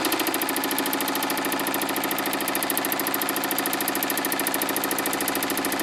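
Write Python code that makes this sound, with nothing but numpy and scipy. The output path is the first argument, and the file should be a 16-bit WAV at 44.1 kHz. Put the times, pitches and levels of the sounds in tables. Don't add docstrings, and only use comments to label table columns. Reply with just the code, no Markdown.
import sys
import numpy as np
from scipy import signal
from scipy.fft import rfft, irfft
from scipy.io import wavfile
from scipy.ndimage import uniform_filter1d

SR = 44100
rng = np.random.default_rng(int(sys.argv[2]) if len(sys.argv) > 2 else 0)


def to_wav(s):
    ch = np.atleast_2d(s).T
    pcm = np.round(np.clip(ch, -1, 1) * 32767)
    wavfile.write(sys.argv[1], SR, pcm.astype(np.int16))


N = 256662
RING = 12288
HZ = np.maximum(np.fft.rfftfreq(RING, 1 / SR), 1)
TOP_HZ = 16600


def undb(db):
    return 10 ** (np.asarray(db) / 20)


def level(x, db):
    return x * undb(db) / np.sqrt(np.mean(x ** 2))


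def colour(points):
    hz, db = np.transpose(points)
    gain = undb(np.interp(np.log(HZ), np.log(hz), db))
    return gain * np.minimum(HZ / hz[0], 1) ** 2 * np.minimum(hz[-1] / HZ, 1) ** 2


def resonance(hz, width):
    return 1 / (1 + 1j * hz / width * (HZ / hz - hz / HZ))


def walk(rate_hz):
    hold = int(SR / rate_hz)
    steps = np.repeat(rng.standard_normal(N // hold + 1), hold)
    slow = uniform_filter1d(uniform_filter1d(steps, hold), hold)[:N]
    return level(slow - slow.mean(), 0)


def along(curve, times):
    time_s, *columns = np.transpose(curve)
    return [np.interp(times, time_s, column) for column in columns]


def play(times, sounds, db):
    out = np.zeros(N + 2 * SR)
    for time_s, sound, gain in zip(times, sounds, undb(db)):
        start = int((time_s + 1) * SR)
        out[start:start + len(sound)] += gain * sound
    return out[SR:SR + N]


def ringing(times, gain, t60, room_db, room_t60, steady, memory, travel_s=0):
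    t = np.arange(RING) / SR
    fade = np.hypot(undb(-60 * t / t60), undb(room_db - 60 * t / room_t60))
    rings = rfft(rng.standard_normal((len(times) + 1, RING)) * fade)
    carry = np.clip(memory, 0, .98)
    for k in range(2, len(rings)):
        rings[k] = carry * rings[k - 1] + np.sqrt(1 - carry ** 2) * rings[k]
    rings = np.sqrt(steady) * rings[0] + np.sqrt(1 - steady) * rings[1:]
    lag = np.exp(-4j * np.pi * travel_s * np.sqrt(1000 * HZ))
    return irfft(rings * gain * lag)


def sheet(times, db, hz, octaves, t60, travel_s, room_db, force_db=0, scatter_db=.5):
    # pitch_hz, gain_db
    crowd = [(250, -48), (480, 8.5), (800, 5), (1000, 2.5), (1120, -1.5), (1270, 1.5), (1520, 0),
             (1740, -7), (2050, -3), (2400, -5.5), (2900, -5.5), (4800, -5), (5500, -8.5), (10000, -2),
             (14000, -2)]
    # pitch_hz, width_hz, gain_db
    steel_notes = [(1270.4, 23, -0.5), (1425, 25, -16), (1735, 30, 5), (1777, 41, 1.5), (2015, 69, -0.5),
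                   (2330, 47, 2.5), (2444, 49, -2.5), (2576, 29, -4), (3080, 36, -5.5), (3610, 40, -6),
                   (3726, 30, 0), (4257, 54, -4), (4826, 38, -7)]
    peaks = 1 + sum(undb(gain_db) * resonance(pitch, width) for pitch, width, gain_db in steel_notes)
    band = np.exp(-(np.log2(HZ / hz) / octaves) ** 2)
    rings = ringing(times, colour(crowd) * peaks * band, t60, room_db, room_t60=.58,
                    steady=.73 * np.exp(-HZ / 5000), memory=np.exp(-HZ / 3500), travel_s=travel_s)
    blow_db = force_db - scatter_db * rng.standard_normal(len(times))
    return level(play(times, rings, blow_db), db)


def boom(times, force_db, uneven_db=.6):
    # after_blow_s, gain_db, peak_hz, roundness
    shoves = [(.0085, 2.5, 341, 1.4), (.0133, -4.5, 933, 4.8), (.0178, 8.5, 381.4, 2.12),
              (.0285, 7, 370.6, 3.83), (.0423, 0.7, 479, 5.4), (.0464, -5.5, 807, 5.5),
              (.0615, -5, 407, 2.5)]
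    # pitch_hz, width_hz, gain_db
    low_modes = [(133.75, 1.85, 1), (160.4, 11.1, 2.5), (205.23, 4.8, -9), (225.7, 17.7, -15.5),
                 (269.4, 12.1, -3), (287.4, 5.5, -11.5), (314.3, 8.8, -7.5), (330.4, 3.25, -2),
                 (376.6, 5.4, -10), (427.6, 18, -20), (478.9, 14.5, -12.5), (505, 9.8, -13.5),
                 (531.2, 3.8, -10), (607.6, 6, 3), (651.6, 10.4, -4), (716, 6.9, 2.5), (748, 3.1, 2.5),
                 (843, 1.6, -4), (849.4, 3.7, 5.5), (963, 17, -2.5), (998, 7.3, -4)]
    # time_s, half_length_s, centre_hz, half_width_hz, gain_db
    antinodes = [(0.088, 0.52, 333, 40, 6.5), (.1, 0.41, 193, 63, -8.5), (0.44, 1.3, 271, 15, 4),
                 (1.15, 0.52, 855, 15, 9), (0.18, 0.66, 685, 45, -8), (3.9, 0.59, 850, 25, 0),
                 (0.13, 0.17, 270, 7.6, -9), (4.97, 0.3, 437, 47, 6)]
    push = 0
    for after_s, db, hz, roundness in shoves:
        hump = (HZ / hz) ** 2 * np.exp(1 - (HZ / hz) ** 2)
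        size = undb(db + uneven_db * rng.standard_normal(len(times)))
        push = push + np.outer(size, hump ** roundness * np.exp(-2j * np.pi * HZ * after_s))
    gains, shapes = [], []
    for hz, width, db in low_modes:
        damping = 1 + (hz / 850) ** 2
        shapes.append(resonance(hz, width * damping) / damping)
        place_db = sum(gain_db * np.exp(-((times - time_s) / span) ** 2 - ((hz - centre) / reach) ** 2)
                       for time_s, span, centre, reach, gain_db in antinodes)
        scatter = 1.2 * rng.standard_normal(len(times))
        wander = np.interp(times, np.arange(N) / SR, walk(rate_hz=2.55))
        shift_db = hz / 600 * (scatter + wander)
        gains.append(undb(db + place_db + shift_db))
    response = np.transpose(gains) @ np.array(shapes)
    return level(play(times, irfft(push * response), force_db), -29.5)


def die(times, top_db, body_db, scatter_db=.94, split_hz=9500, snap_s=.0064, spread_s=.005):
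    # pitch_hz, gain_db
    die_ring = [(2500, -17), (4000, -60), (4900, -10), (5800, -15.5), (7500, -11), (9000, -9),
                (10200, -2.5), (11300, 2), (12500, 2.5), (13300, -7), (14400, -7), (15100, -10),
                (15500, -26), (16100, -56)]
    top_share = 1 / (1 + (split_hz / HZ) ** 8)
    top = ringing(times, colour(die_ring) * np.sqrt(top_share), t60=.039,
                  room_db=-42, room_t60=.35, steady=.3, memory=.7)
    body = ringing(times, colour(die_ring) * np.sqrt(1 - top_share), t60=.073,
                   room_db=-16.5, room_t60=.28, steady=.23, memory=.3)
    force = undb(np.transpose([top_db, body_db]) + scatter_db * rng.standard_normal((len(times), 2)))
    snap = 1 + undb(7) * np.exp(-np.arange(RING) / SR / snap_s)
    ticks = (top * force[:, :1] + body * force[:, 1:]) * snap
    lag_cycles = spread_s * (2 * np.sqrt(1000 * HZ) - HZ * np.sqrt(1000 / TOP_HZ))
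    ticks = irfft(rfft(ticks) * np.exp(-2j * np.pi * lag_cycles))
    return level(play(times, ticks, np.zeros(len(times))), -31.5)


def tinks(times, force_db, scatter_db=.15, detune=.003):
    # after_blow_s, level_db, pitch_hz, width_hz
    notes = [(0.0103, -39.5, 1828, 150), (0.0395, -47, 1423, 149), (0.041, -44, 1705, 135),
             (0.0531, -43.5, 1740, 115), (.058, -52.5, 1883, 133)]
    out = 0
    for after_s, db, hz, width in notes:
        bend, size = rng.standard_normal((len(times), 2)).T
        rings = irfft(resonance(hz * (1 + detune * bend[:, None]), width) ** 2)
        out = out + level(play(times + after_s, rings, force_db - scatter_db * size), db)
    return out


def ring_and_clicks(times, jitter_s=.00063, scatter_db=2.5):
    # after_blow_s, level_db, pitch_hz, width_hz, t60_s
    voices = [(.002, -52, 4800, 60, 1), (0.0395, -54, 8400, 2860, 0.032), (0.05, -51.5, 7100, 1770, 0.019),
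              (.055, -75.5, 11000, 3000, 0.035)]
    out = 0
    for after_s, db, hz, width, t60 in voices:
        late, size = rng.standard_normal((len(times), 2)).T
        band = 1 / (1 + ((HZ - hz) / width * 2) ** 2)
        sounds = ringing(times, band, t60, room_db=-27, room_t60=.93, steady=.18, memory=.81)
        out = out + level(play(times + after_s + jitter_s * late, sounds, scatter_db * size), db)
    return out


def frame(times, force_db):
    # pitch_hz, gain_db
    rumble = [(10, -5), (26, -1), (45, -7), (70, -5), (95, -2), (125, 1.5), (180, -1.5), (400, -49)]
    shudders = ringing(times, colour(rumble), t60=.54, room_db=-8, room_t60=.26, steady=.9, memory=.9)
    return level(play(times, shudders, force_db), -54)


def scene(first_s=.04779, stroke_s=.073685):
    # time_s, tick_top_db, tick_body_db, crack_db
    seating = [(0, 0, 3, 3.5), (.5, 1, -3, -3.5), (.75, .5, -1.5, 1.5), (1.3, -2, 0, 2),
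               (1.37, -4.5, -1, -6), (1.8, 0, -4, -3), (2.41, -1.5, -3, -4.5), (2.48, 1, 0, -2),
               (3.4, 1, -0.5, -3), (3.9, 0.5, 3, -1.5), (4.4, 2.2, 1.5, -1.5), (5.3, -2, 2.5, -0.5),
               (5.8, -4, 2, -0.5)]
    # time_s, tick_top_db, tick_body_db, crack_db
    odd_blows = [(.122, 2, 1, -1), (.858, -6, 3, 1), (1.005, -1.5, 0, -1), (2.7, 1.5, -1, 0),
                 (3.732, 0, -1, 3), (4.395, -5, -1, -2), (5.28, 2, 2.5, -3)]
    # time_s, tink_db, boom_db, shudder_db
    feed = [(0, -2.5, 2.3, 0), (.4, -2.5, -1.5, -3), (1.2, -4, -0.5, -3.5), (1.5, -2, .7, -2),
            (2.6, -3, -0.4, -1.5), (3.4, -2.5, 0, -3.5), (4.4, -0.5, -0.1, -3), (4.8, -2, 0.5, -2),
            (5.3, -3.5, 0, 3), (5.8, -2, 1, 0)]
    strokes = np.arange(first_s - 4 * stroke_s, N / SR, stroke_s)
    odd_db = sum(np.outer(db, abs(strokes - time_s) < stroke_s / 2) for time_s, *db in odd_blows)
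    top_db, body_db, crack_db = along(seating, strokes) + odd_db
    tink_db, boom_db, shudder_db = along(feed, strokes)
    edge = np.exp(-((strokes - .11) / .16) ** 2)
    crack = sheet(strokes + .0004, db=-41, hz=4200, octaves=.84, t60=.07, travel_s=.000998,
                  room_db=-15, force_db=crack_db + 6 * edge)
    bounce = sheet(strokes + .0052, db=-40.5, hz=3050, octaves=.55, t60=.034, travel_s=.000399,
                   room_db=-36, force_db=5 * edge - .75 * strokes)
    strike = die(strokes, top_db, body_db) + crack + bounce + tinks(strokes, tink_db)
    clang = sheet(strokes + .002, db=-36, hz=1600, octaves=1.4, t60=.07, travel_s=.004,
                  room_db=-8.5, force_db=4.5 * edge)
    sing = sheet(strokes + .008, db=-34, hz=945, octaves=.84, t60=.83, travel_s=.012, room_db=-20)
    lift = sheet(strokes + .0402, db=-37.5, hz=2280, octaves=1.38, t60=.035, travel_s=.001205, room_db=-9)
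    slap = sheet(strokes + .0535, db=-39, hz=2930, octaves=1.21, t60=.032, travel_s=.001002, room_db=-10)
    steel = strike + clang + sing + lift + slap + boom(strokes, boom_db)
    return (steel + ring_and_clicks(strokes) + frame(strokes, shudder_db))[None]


def record(dry, ceiling=.6):
    rounded = ceiling * np.tanh(dry / ceiling)
    return signal.sosfilt(signal.ellip(10, .2, 80, TOP_HZ, fs=SR, output="sos"), rounded)


dry = scene()
out = record(dry)
to_wav(out)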